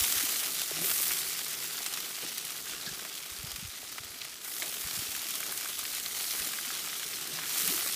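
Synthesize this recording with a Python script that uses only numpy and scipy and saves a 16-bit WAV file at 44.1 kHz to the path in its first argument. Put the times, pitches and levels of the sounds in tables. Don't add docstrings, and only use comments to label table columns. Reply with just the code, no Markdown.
import sys
import numpy as np
from scipy import signal
from scipy.io import wavfile
from scipy.ndimage import uniform_filter1d

SR = 44100
rng = np.random.default_rng(int(sys.argv[2]) if len(sys.argv) > 2 else 0)


def transcribe(signal):
    frames = np.atleast_2d(signal).T
    limited = np.clip(frames, -1, 1)
    pcm = np.round(limited * 32767).astype(np.int16)
    wavfile.write(sys.argv[1], SR, pcm)


def amplitude_ratio(level_db):
    exponent = np.asarray(level_db, float) / 20
    return 10 ** exponent


N = 350595

# (time [s], level [dB], brightness [dB])
SIZZLE_OVER_TIME = [(0.0, -34, 3.5), (0.5, -38.5, 2), (0.69, -40.5, 1), (0.79, -39, -1), (0.86, -37, 7),
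                    (1.1, -37, 4.5), (1.33, -40, 0), (2.17, -43, -0.5), (3.25, -45, -2), (4.4, -48, -3),
                    (4.5, -45, 4.5), (4.92, -41.5, 1), (6.1, -42, 1), (6.38, -38, 2), (6.58, -41, 0),
                    (7.4, -41, -2), (7.63, -35.5, 3.5), (7.95, -39, 2.5)]
# (frequency [Hz], level per Hz [dB])
SIZZLE_COLOUR = [(71, -54), (120, -18), (166, -8), (229, -8.5), (397, -3), (506, -13), (645, -6.5),
                 (987, -10.5), (1210, -3), (1850, -4), (2000, -1.5), (2770, -1.5), (3330, 0), (13700, -0.5),
                 (15200, -1)]
# (centre time [s], rise [dB])
JUICE_SEETHES = [(0.3, 1), (0.59, 2.5), (0.75, 1), (1.41, 1.5), (2.0, 0.5), (2.26, 3.5), (2.4, 2),
                 (2.72, 2.5), (2.88, 2.5), (3.06, 0), (3.76, 1.5), (4.23, 3), (4.61, 2.5), (4.79, -0.5),
                 (4.92, 1.5), (5.32, 2.5), (5.96, 2.5), (6.17, 3), (6.71, 2.5), (7.01, 0)]
# (time [s], flutter level [dB], roar level [dB])
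FLAME_OVER_TIME = [(0.0, -65.5, -67), (0.55, -73, -59), (1.0, -65, -56.5), (2.28, -78, -56),
                   (2.75, -65.5, -59), (3.1, -75, -56), (3.52, -66, -67), (3.74, -73, -76),
                   (4.65, -72.5, -60), (5.2, -73, -62.5), (6.1, -68.5, -63.5), (6.6, -71.5, -61),
                   (7.26, -74, -52.5), (7.95, -68, -57)]
# (frequency [Hz], width [Hz], level [dB])
GRILL_HOLLOW = [
    (160, 36, 2),
    (300, 110, -3),
    (382, 67, -0.5),
]
# (time [s], pitch [Hz], level [dB])
FLARE_MOAN = [
    (0.715, 139, -61),
    (0.76, 158.7, -54),
    (0.82, 167, -51.5),
    (0.87, 180, -61),
]
# (centre time [s], peak [dB], pitch [Hz])
SOFT_KNOCKS = [(0.021, -43, 71.5), (0.171, -52, 77.6), (1.006, -44, 427), (2.877, -44, 183),
               (2.917, -48, 147), (3.324, -54, 70), (3.401, -51, 59), (3.445, -40.5, 129), (3.482, -51, 93),
               (3.546, -50, 59), (3.589, -48, 146), (3.63, -43, 173), (3.654, -43.5, 94.5),
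               (3.689, -51, 70), (4.009, -51, 111), (4.055, -55, 80), (4.108, -58, 80), (4.855, -49, 70.4),
               (4.867, -48, 157), (4.942, -55, 110), (4.977, -46, 173), (4.995, -45, 109),
               (5.024, -44, 299), (5.092, -54, 85), (6.41, -53, 65)]
# (centre time [s], peak [dB], pitch [Hz])
FLAME_PUFFS = [
    (0.239, -44, 294),
    (2.25, -49, 300),
    (5.071, -52, 390),
    (6.68, -53, 248),
    (7.643, -50, 188),
    (7.664, -46, 427),
    (7.69, -45, 178),
    (7.706, -43, 284),
    (7.725, -44, 391),
    (7.748, -45, 325),
]
# (time [s], peak [dB], centre frequency [Hz], bright part [dB])
FAT_POPS = [(0.0394, -13, 2610, -15), (0.1224, -14, 8210, -13), (0.2084, -12, 8300, -19),
            (0.616, -16, 3270, -10), (0.8687, -19, 8110, -15), (0.9792, -15, 8250, -16),
            (1.3896, -16, 4310, -25), (1.8185, -24.5, 5940, -13), (1.8617, -12.5, 6950, -25),
            (1.937, -15.5, 5890, -17), (2.0014, -20, 4910, -19), (2.38, -16.5, 6480, -14),
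            (2.4498, -21.5, 7940, -11), (2.5043, -17, 7660, -18), (3.5595, -18, 7340, -20),
            (3.9817, -22, 2310, -24), (4.2497, -24, 1980, -12), (4.5989, -17.5, 7870, -14),
            (4.9095, -18, 3770, -19), (5.3063, -18.5, 8600, -10), (5.4036, -14.5, 6710, -15),
            (5.5744, -18.5, 7300, -11), (5.79, -14.5, 5970, -14), (6.0593, -16, 4100, -24),
            (6.1724, -22, 3700, -17), (6.4455, -18.5, 8730, -16), (7.576, -16, 7870, -17),
            (7.6184, -16, 5330, -13), (7.676, -9.5, 7930, -13), (7.8724, -17, 5360, -18)]
# (time [s], peak [dB], centre frequency [Hz])
FAT_TICKS = [(0.7587, -20, 4990), (0.9134, -13, 8150), (1.0284, -13, 8520), (1.066, -21, 8680),
             (1.1164, -14, 8650), (1.1687, -18, 5770), (1.3199, -26, 3640), (1.9724, -17, 3400),
             (2.0582, -24, 8110), (2.3256, -23, 2930), (2.5204, -23, 4490), (3.049, -21, 1990),
             (3.1517, -23, 7190), (3.1757, -25, 3400), (3.2989, -22, 4940), (3.3628, -21.5, 4340),
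             (3.5159, -20, 5160), (3.925, -20, 5940), (4.4458, -22.5, 7870), (4.5645, -19, 4700),
             (4.6937, -22, 4870), (4.7242, -21, 3300), (4.816, -23, 6340), (4.9524, -20, 3210),
             (4.9904, -19, 7320), (5.1634, -16.5, 5510), (5.3532, -17, 7850), (5.4644, -18.5, 7050),
             (5.6456, -19, 6470), (5.9479, -19, 8340)]
# (time [s], peak [dB], centre frequency [Hz])
JUICE_PLOPS = [(6.21, -31, 600), (0.36, -22, 2790), (0.713, -24.5, 440), (0.785, -28.5, 316),
               (1.107, -23, 1470), (1.805, -28.5, 735), (1.862, -30, 1340), (2.183, -31, 651),
               (2.734, -29.5, 1300), (2.993, -30, 1360), (3.05, -28, 900), (3.83, -34, 560),
               (3.982, -24, 1210), (4.622, -20, 1970), (4.216, -26, 3000), (5.15, -25, 2120),
               (5.43, -25.5, 1940), (5.524, -29, 1500), (5.657, -28.5, 1190), (5.852, -24.5, 2310),
               (6.31, -23.5, 3800), (6.534, -26.5, 1230), (6.587, -26.5, 1340), (6.704, -24.5, 1230),
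               (6.93, -25.5, 1340), (7.031, -25, 2450), (7.132, -28.5, 2300), (7.388, -23.5, 1200),
               (7.435, -25.5, 1550), (7.778, -24, 1470)]
# (centre time [s], level [dB], half length [s])
GRATE_DRAGS = [(0.263, -54, 0.059), (0.8, -50, .05), (1.25, -54, 0.044), (1.423, -53, 0.047),
               (2.05, -52, 0.034), (2.264, -53.5, 0.057), (2.95, -53, 0.081), (3.447, -57.5, 0.072),
               (4.65, -54, .04), (5.47, -57, 0.066), (6.06, -65, 0.034), (7.1, -59, 0.065)]


def evened(x):
    return x / np.sqrt(np.mean(x ** 2) + 1e-20)


def add(mix, s, sound):
    part = mix[round(s * SR):][:len(sound)]
    part += sound[:len(part)]


def resonate(x, hz, width):
    return signal.lfilter(*signal.iirpeak(hz, hz / min(width, 0.4 * SR), SR), x)


def resonate_twice(x, hz, width):
    return resonate(resonate(x, hz, width), hz, 2 * width)


def smooth_twice(x, size):
    return uniform_filter1d(uniform_filter1d(x, size), size)


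def smooth_grid(grid, bins, frames):
    return uniform_filter1d(uniform_filter1d(grid, size=bins, axis=0), size=frames, axis=1)


def wander(per_s):
    return evened(smooth_twice(rng.standard_normal(N), max(int(SR / per_s), 1)))


def burst(noise, hz, sharpness, t60, snap=0.74):
    t = np.arange(len(noise)) / SR
    push = noise * amplitude_ratio(-60 * t / t60)
    push[:2] += snap * np.array([1, -0.6]) * np.sign(noise[0])
    sound = resonate_twice(push, hz, hz / sharpness)
    return sound / abs(sound).max()


def crackle(per_s, spread_db, clump_db, t60, count=28):
    chance = per_s / SR * amplitude_ratio(clump_db * wander(25))
    loudness = amplitude_ratio(spread_db * np.minimum(rng.exponential(1, N), 3.1))
    bursts = loudness * (rng.random(N) < chance)
    kind = rng.integers(0, count, N)
    out = np.zeros(N)
    pitches = 700 * np.geomspace(1, 20, count) ** rng.uniform(0.97, 1, count)
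    for k, hz in enumerate(pitches):
        noise = rng.standard_normal(1024)
        bubble = evened(burst(noise, hz, 0.73, t60 * rng.uniform(0.32, 1.77), snap=2.4))
        bubble *= hz ** 0.14
        out += signal.oaconvolve(bursts * (kind == k), bubble)[:N]
    return evened(out)


def boil_db(t):
    return np.interp(t, *np.transpose(SIZZLE_OVER_TIME)[:2])


def raw_sizzle():
    hiss = rng.standard_normal(N) * amplitude_ratio(0.68 * wander(175))
    raw = amplitude_ratio(-2.0) * evened(hiss)
    raw += amplitude_ratio(-3.5) * crackle(800, spread_db=3.5, clump_db=2.0, t60=0.016)
    raw += amplitude_ratio(-15.0) * crackle(150, spread_db=1.5, clump_db=2.5, t60=0.0021, count=8)
    return raw / np.sqrt(smooth_twice(raw ** 2, 5000))


def sizzle():
    hz, t, z = signal.stft(raw_sizzle(), SR, nperseg=512, noverlap=384)
    z /= np.sqrt(uniform_filter1d((abs(z) ** 2).mean(1), size=9))[:, None]
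    octave = np.log2(hz + 1)[:, None]

    half_width_s = 0.026
    seethe_db = sum(db * np.exp(-0.5 * ((t - s) / half_width_s) ** 2) for s, db in JUICE_SEETHES)
    level_db = boil_db(t) + seethe_db

    bright_db = np.interp(t, *np.transpose(SIZZLE_OVER_TIME)[::2]) - 2.0 - seethe_db
    drift = np.interp(t, np.arange(N) / SR, wander(8.4))
    body_db = 0.9 - 0.2 * (boil_db(t) + 43) - seethe_db + 1.15 * drift
    treble = np.clip((octave - 12.3) / 1.27, 0, 1)
    bass = np.clip((11.5 - octave) / 2.4, 0, 1)

    patches_db = evened(smooth_grid(rng.standard_normal(z.T.shape).T, 9, 20))
    colour_hz, colour = np.transpose(SIZZLE_COLOUR)
    colour_db = np.interp(octave, np.log2(colour_hz), colour)
    shaped = z * amplitude_ratio(colour_db + treble * bright_db + bass * body_db + patches_db)
    middle = abs(z * amplitude_ratio(colour_db))[(hz > 2500) & (hz < 7000)]
    shaped /= np.sqrt((middle ** 2).sum(0).mean())
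    return amplitude_ratio(-1.0) * signal.istft(shaped * amplitude_ratio(level_db), SR, nperseg=512, noverlap=384)[1][:N]


def moan():
    s, hz, db = np.transpose(FLARE_MOAN)
    t = np.arange(s[0], s[-1], 1 / SR)
    pitch = np.interp(t, s, hz)
    late = np.linspace(0, 1, len(t))
    lower = np.sin(2 * np.pi * np.cumsum(pitch) / SR)
    upper = np.sin(2 * np.pi * np.cumsum(pitch * (1.85 + 0.52 * late ** 2)) / SR)
    tone = lower + 2.5 * late ** 2.1 * upper
    return amplitude_ratio(np.interp(t, s, db) + 6.5) * tone * signal.windows.tukey(len(t), 0.2)


def flame():
    s, flutter_db, roar_db = np.transpose(FLAME_OVER_TIME)
    t = np.arange(N) / SR
    gusts = np.diff(rng.standard_normal(N + 1))
    flutter = resonate(resonate(gusts, 46, 62), 47, 83) * amplitude_ratio(3.0 * wander(25))
    air = rng.standard_normal(N)
    roar = sum(amplitude_ratio(db) * resonate_twice(air, hz, width) for hz, width, db in GRILL_HOLLOW)
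    roar = roar * amplitude_ratio(2.1 * wander(32))
    out = amplitude_ratio(np.interp(t, s, flutter_db) + 3.2) * evened(flutter)
    out += amplitude_ratio(np.interp(t, s, roar_db) - 4.5) * evened(roar)
    add(out, FLARE_MOAN[0][0], moan())
    return out


def knocks():
    out = np.zeros(N)
    t = np.arange(-800, 800) / SR
    for rows, cycles in ((SOFT_KNOCKS, 0.5), (FLAME_PUFFS, 1.4)):
        for (s, db, hz), phase in zip(rows, rng.random(len(rows))):
            swell = np.exp(-0.5 * (t * hz / cycles) ** 2)
            wave = np.sin(2 * np.pi * (hz * t + phase))
            add(out, s + t[0], amplitude_ratio(db + 5.0) * swell * wave)
    return out


def small_pops(count=130):
    when, size, pitch, top = rng.random((count, 4)).T
    s = when * N / SR
    peak_db = boil_db(s) + 15.5 + 4.5 * (2 * size - 1)
    return np.transpose([s, peak_db, 1800 * 4.0 ** pitch, -26 + 14 * top])


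def fat_pop(hz, top_db, noise):
    crack = 0.7 * burst(noise[0], hz, 2.2, 0.031, snap=5.4)
    crack += 0.94 * burst(noise[1], 3760, 0.51, 0.034, snap=4.6)
    tick = amplitude_ratio(top_db + 15.0) * burst(noise[3], 12100, 3.0, 0.006, snap=1.8)
    spit_db = -9 - 4.5 * np.log2(hz / 4000)
    spit = amplitude_ratio(spit_db) * burst(noise[2], 950, 1.17, 0.021, snap=1.2)
    return crack / abs(crack).max() + spit + tick


def tongs_rattle(out):
    rattle = rng.standard_normal((3, 6000))
    add(out, 2.862, amplitude_ratio(-28) * burst(rattle[0], 4500, 2.5, 0.1, snap=0))
    add(out, 2.862, amplitude_ratio(-33.5) * burst(rattle[1], 1650, 12.0, 0.13, snap=0))
    add(out, 4.626, amplitude_ratio(-30) * burst(rattle[2], 620, 1.6, 0.2, snap=0))


def through_grill(x):
    hz, db = np.transpose(SIZZLE_COLOUR)
    grid = np.linspace(0, SR / 2, num=1024)
    power = amplitude_ratio(2 * np.interp(np.log(grid + 1), np.log(hz), db))
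    path = signal.minimum_phase(signal.firwin2(2047, grid, power, fs=SR))
    return signal.oaconvolve(x, path)[:N]


def pops():
    out = np.zeros(N)
    ticks = [(s, db, hz, -19 + 3 * np.log2(hz / 4000)) for s, db, hz in FAT_TICKS]
    rows = np.vstack([FAT_POPS, ticks, small_pops()])
    delay_s = 0.0009
    for (s, db, hz, top_db), noise in zip(rows, rng.standard_normal((len(rows), 4, 1500))):
        add(out, s + delay_s, amplitude_ratio(db - 5.5) * fat_pop(hz, top_db, noise))
    for s, db, hz in JUICE_PLOPS:
        add(out, s, amplitude_ratio(db + 1.0) * burst(rng.standard_normal(3000), hz, 1.25, 0.025, snap=6.4))
    tongs_rattle(out)
    return through_grill(out)


def drags():
    t = np.arange(0, N, 64) / SR
    swell = sum(amplitude_ratio(db) * np.exp(-0.5 * ((t - s) / half) ** 2) for s, db, half in GRATE_DRAGS)
    rub = resonate_twice(rng.standard_normal(N), 380, 660)
    lumpy = evened(rub * amplitude_ratio(5.5 * wander(62)))
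    return lumpy * np.interp(np.arange(N) / SR, t, swell)


def scene():
    mono = sizzle() + flame() + knocks() + pops() + drags()
    return np.tile(mono, (2, 1))


def band_limit(x, edge_hz):
    return signal.oaconvolve(x, signal.firwin(2001, edge_hz, window=("kaiser", 7), fs=SR), "same")


def low_pass(x):
    return signal.sosfilt(signal.butter(12, 16550, fs=SR, output="sos"), x)


def record(dry):
    mono = dry[0]
    limited = band_limit(mono, 15310)
    wider = band_limit(mono, 15820)
    power = mono ** 2
    sudden = uniform_filter1d(power, size=128) > 5.5 * uniform_filter1d(power, size=4096)
    opened = np.clip(uniform_filter1d(1.0 * sudden, size=1400) * 100, 0, 1)
    heard = limited + amplitude_ratio(-12.0) * opened * (wider - limited)

    hz, t, z = signal.stft(heard, SR, nperseg=2048)
    band = smooth_grid(abs(z) ** 2, 5, 2)
    around = smooth_grid(band, 61, 5)
    weak = band < around * np.interp(hz, [5000, 14000], [0.12, 0.3])[:, None]
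    near_weak = uniform_filter1d(1.0 * weak, size=5, axis=0)
    in_treble = (abs(hz - 10100) < 5100)[:, None]
    z[near_weak * in_treble > 0] *= 0.1
    kept = signal.istft(z, SR, nperseg=2048)[1][:N]
    return low_pass(np.tile(kept, (2, 1)))


dry = scene()
out = record(dry)
transcribe(out)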